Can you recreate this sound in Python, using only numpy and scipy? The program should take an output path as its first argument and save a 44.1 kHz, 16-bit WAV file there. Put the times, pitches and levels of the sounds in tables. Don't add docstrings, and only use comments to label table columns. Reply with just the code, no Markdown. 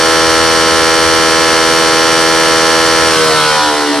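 import sys
import numpy as np
from scipy.fft import rfft, irfft, next_fast_len
from scipy.io import wavfile
from scipy.ndimage import map_coordinates

SR = 44100
rng = np.random.default_rng(int(sys.argv[2]) if len(sys.argv) > 2 else 0)


def inscribe(sig):
    pcm = np.round(np.clip(np.atleast_2d(sig).T, -1, 1) * 32767)
    wavfile.write(sys.argv[1], SR, pcm.astype(np.int16))


N = 176400

RUN_HZ, CUT_S = 81.678, 3.07
# time in seconds, level in dB.
LOW_END_RIDE = [(0.0, -41), (0.26, -30), (1.02, -33), (1.09, -28), (1.47, -36), (2.03, -36), (2.34, -38.5),
                (3.09, -31), (3.27, -36), (3.3, -27), (3.63, -30), (3.74, -49), (4.0, -54)]


def amp(db):
    return 10 ** (np.asarray(db) / 20)


def along(points, hz):
    freqs, values = np.transpose(points)
    return np.interp(np.log(hz + 1), np.log(freqs + 1), values)


def curve(rows, t):
    return np.interp(t, *np.transpose(rows))


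def wander(position):
    return map_coordinates(rng.standard_normal(1024), [position], mode="wrap")


def filtered(x, response):
    size = next_fast_len(N + SR // 4)
    return irfft(rfft(x, size) * response(np.fft.rfftfreq(size, 1 / SR)), size)[..., :N]


def shaft_speed(t, slack_hz=.44, slack_s=.04, drag_per_s=.131):
    since_cut = np.maximum(t - CUT_S, 0)
    slack_drop = slack_hz * (1 - np.exp(-since_cut / slack_s))
    return (RUN_HZ - slack_drop) * np.exp(-drag_per_s * since_cut)


def unloaded(t, fade_s=0.12):
    return np.clip((t - CUT_S) / fade_s, 0, 1)


def stereo_noise(spectrum):
    # frequency in Hz, side minus mid in dB.
    width = [(80, 0), (150, -8), (280, -1), (500, -6), (900, -9), (1500, -28), (3000, -21), (3700, -5),
             (4400, -4), (5200, 0.5), (7200, -2), (9000, -11), (11000, -25)]
    mid_side = lambda hz: np.array([np.ones_like(hz), amp(along(width, hz))])
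    bed = filtered(rng.standard_normal((2, N)), lambda hz: amp(along(spectrum, hz)) * mid_side(hz))
    return bed / bed[0].std()


def shaft_tone(multiple, gain, slow_t, turns, lag_cycles):
    # frequency at running speed in Hz, side minus mid in dB.
    width = [(80, 0), (160, -3.5), (280, -12.5), (500, -12.5), (900, -17), (1500, -29), (2200, -15),
             (3000, -25), (3700, -3), (4400, -8), (5200, -14), (7200, -3), (9000, -13), (12000, -10)]
    waver_per_s, shake_per_s = 4.08, 22
    per_sample = lambda v: np.interp(np.arange(N), slow_t * SR, v).astype(np.float32)
    waver_db = 0.39 * wander(slow_t * waver_per_s)
    shake_db = 1.84 * unloaded(slow_t) * wander(slow_t * shake_per_s)
    envelope = per_sample(np.sqrt(2) * gain * amp(waver_db + shake_db))
    cycles = multiple * turns - lag_cycles
    angle = (2 * np.pi * (cycles % 1)).astype(np.float32)
    side_phase = per_sample(rng.choice([-1, 1]) * np.pi / 2 + 0.44 * wander(slow_t * waver_per_s))
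    side_gain = float(amp(along(width, multiple * RUN_HZ)))
    return envelope * np.array([np.sin(angle), side_gain * np.sin(angle + side_phase)])


def rumble(t, trim_db=-8.5):
    # frequency in Hz, relative noise density in dB.
    colour = [(20, -26), (40, -5), (62, 1), (85, 7), (120, 2), (200, -14), (500, -62)]
    return amp(trim_db + curve(LOW_END_RIDE, t)) * stereo_noise(colour)


def friction_hiss(t, turns, pulse_db=1.1, jitter_db=0.63):
    # frequency in Hz, relative noise density in dB.
    colour = [(40, -30), (130, -4.5), (220, -4.5), (480, -2.5), (750, -4), (1350, 1.5), (2500, -3.5),
              (3100, -2.5), (3550, -6), (3950, -5), (4400, -1.5), (5000, -6), (5800, -4), (6800, -10.5),
              (8200, -9), (8900, -7.5), (10000, -11.5), (11200, -12.5), (12900, -19.5)]
    # time in seconds, level in dB.
    ride = [(0, -17), (3.05, -17), (3.18, -15), (3.55, -18), (3.75, -21), (4, -22.5)]
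    swell_db = pulse_db * np.cos(2 * np.pi * turns) + jitter_db * wander(turns)
    return amp(curve(ride, t) + swell_db) * stereo_noise(colour)


def belt_and_pulleys(slow_t, turns, turns_per_lap=4):
    # frequency in Hz, level per tone in dB.
    colour = [(40, -47), (150, -45.5), (700, -48), (1400, -49), (2400, -43)]
    # multiple of the shaft speed, level in dB.
    other_tones = [(1.5, -42), (3.6, -47), (4.5, -47), (5.5, -39), (5.75, -29)]
    taut = 1 - unloaded(slow_t)
    multiples = [k / turns_per_lap for k in range(2, 100) if k % turns_per_lap]
    flutter = [(multiple, along(colour, multiple * RUN_HZ) + rng.normal(0, 2.6)) for multiple in multiples]
    return sum(shaft_tone(multiple, amp(db) * taut, slow_t, turns, rng.random())
               for multiple, db in flutter + list(other_tones))


def shaft_buzz(slow_t, turns, harmonics=150, smear_cycles=0.2222, resonance_spacing_hz=45.1):
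    # harmonic number (in order), relative level in dB.
    driven_body = [(1, -33.4), (2, -32.5), (3, -30), (4, -20.5), (5, -23), (6, -18), (7, -23.5), (8, -24.5),
                   (9, -33), (10, -22), (11, -26.5), (12, -24.5), (13, -23), (14, -25), (15, -29),
                   (16, -20), (17, -21), (18, -28), (19, -26.5), (20, -27), (21, -21.5), (22, -30),
                   (23, -25), (24, -41), (25, -31), (26, -27.5), (27, -35.9), (28, -32), (29, -27.5),
                   (30, -38.5), (31, -38.5), (32, -31.5), (33, -40.6), (34, -33), (35, -33), (36, -25),
                   (37, -27), (38, -28.5), (39, -38), (40, -38), (41, -29.5), (42, -37), (43, -38),
                   (44, -34), (45, -37), (46, -35.5), (47, -51.8), (48, -50), (49, -46.7), (50, -33),
                   (51, -42), (52, -35.3), (53, -28), (54, -25), (55, -52), (56, -42), (57, -29), (58, -44),
                   (59, -35), (60, -35), (61, -30.5), (62, -68), (63, -49), (64, -37), (65, -35.5),
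                   (66, -29), (67, -30), (68, -37), (69, -28), (70, -43), (71, -29.5), (72, -32.5),
                   (73, -41), (74, -42), (75, -32), (76, -63)]
    coasting_body = [(1, -51), (2, -31.5), (3, -38.5), (4, -14), (5, -26), (6, -20), (7, -28), (8, -34),
                     (9, -37.5), (10, -39.7), (11, -23.5), (12, -26.2), (13, -24), (14, -23), (15, -30.5),
                     (16, -26), (17, -32.6), (18, -24.5), (19, -23), (20, -29.5), (21, -29.5), (22, -36)]
    # frequency in Hz, relative level per harmonic in dB.
    driven_rattle = [(6200, -35.5), (6900, -49), (7400, -45.5), (8300, -48), (8850, -39.5), (9400, -46),
                     (10800, -54), (12000, -74)]
    coasting_rattle = [(1800, -28.5), (2600, -37), (3150, -30), (3650, -36), (4200, -30), (4800, -36.5),
                       (5400, -34), (6800, -54), (8800, -43), (12000, -64)]
    # time in seconds, gain in dB.
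    body_ride = [(3.1, 0.5), (3.62, 1), (3.75, -2.5), (4, -4.5)]
    rattle_ride = [(3.1, 0.5), (3.6, 0), (3.72, -5), (4, -6)]
    # harmonic number, centre in seconds,
    # half-length in seconds, boost or cut in dB.
    blooms = [(2, 3.18, 0.025, 6.5), (2, 3.8, 0.11, -24), (4, 3.445, 0.25, -14), (4, 3.54, 0.032, -27),
              (4, 4, 0.042, 1), (5, 3.52, 0.09, -19), (6, 3.22, 0.037, 4), (6, 3.64, .04, -15),
              (7, 3.58, .14, 5), (8, 3.31, 0.14, 12), (9, 3.31, .04, 15), (9, 3.74, 0.088, 15),
              (9, 3.95, 0.03, 22), (10, 3.59, 0.26, 15), (11, 3.18, 0.12, -13), (11, 4.1, .05, 8.5),
              (13, 3.66, 0.17, 6), (14, 3.46, 0.084, -8), (16, 3.8, .04, -17), (17, 3.38, 0.21, 13),
              (18, 3.38, 0.13, -15), (19, 3.18, 0.027, 3), (19, 3.45, .08, 4), (19, 3.75, .06, -2),
              (19, 3.92, 0.034, -15), (40, 3.24, 0.03, 9), (41, 3.48, .06, 8.5), (55, 3.64, 0.045, 13)]
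    buzz = np.zeros((2, N))
    free, shaft_hz = unloaded(slow_t), shaft_speed(slow_t)
    lags = np.cumsum(smear_cycles * rng.standard_normal(harmonics))
    for k, lag in enumerate(lags, 1):
        hz = k * shaft_hz
        scatter_db = rng.normal(0, 3.3)
        ripple = hz / resonance_spacing_hz
        standing_waves = np.hypot(wander(ripple), wander(ripple)) / np.sqrt(2)
        if k == 1:
            driven = amp(curve(LOW_END_RIDE, slow_t) - 2)
        elif k <= len(driven_body):
            driven = amp(driven_body[k - 1][1] + 0.5)
        else:
            driven = amp(along(driven_rattle, k * RUN_HZ) + scatter_db)
        if k <= len(coasting_body):
            coasting = amp(coasting_body[k - 1][1] + curve(body_ride, slow_t))
        else:
            coasting = standing_waves * amp(along(coasting_rattle, hz) + curve(rattle_ride, slow_t))
        bloom_db = sum(db * np.exp(-.5 * ((slow_t - centre_s) / half_s) ** 2)
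                       for harmonic, centre_s, half_s, db in blooms if harmonic == k)
        gain = (1 - free) * driven + free * coasting * amp(bloom_db)
        buzz += shaft_tone(k, gain, slow_t, turns, lag)
    return buzz


def scene():
    # frequency in Hz, left minus right in dB.
    pan = [(60, -6.5), (150, -0.5), (880, -.6), (5300, -1.5), (9000, 1.5)]
    left_lead_s = .000015
    t = np.arange(N) / SR
    slow_t = t[::100]
    turns = np.cumsum(shaft_speed(t)) / SR
    tones = shaft_buzz(slow_t, turns) + belt_and_pulleys(slow_t, turns)
    mid, side = tones + friction_hiss(t, turns) + rumble(t)
    stereo = np.array([mid + side, mid - side])
    log_left_over_right = lambda hz: np.log(amp(along(pan, hz))) + 2j * np.pi * hz * left_lead_s
    return filtered(stereo, lambda hz: np.exp(np.outer([.5, -.5], log_left_over_right(hz))))


def record(dry):
    # frequency in Hz, gain in dB.
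    microphone_eq = [(10, -30), (30, -7), (50, 0.5), (11300, -0.5), (12000, -4.5), (12900, -7)]
    drive_db, ceiling, hardness, top_hz = 1.28, 0.7, 3.5, 12900
    hot = dry * amp(drive_db)
    clipped = hot / (1 + np.abs(hot / ceiling) ** hardness) ** (1 / hardness)
    return filtered(clipped, lambda hz: amp(along(microphone_eq, hz)) * (hz < top_hz))


dry = scene()
out = record(dry)
inscribe(out)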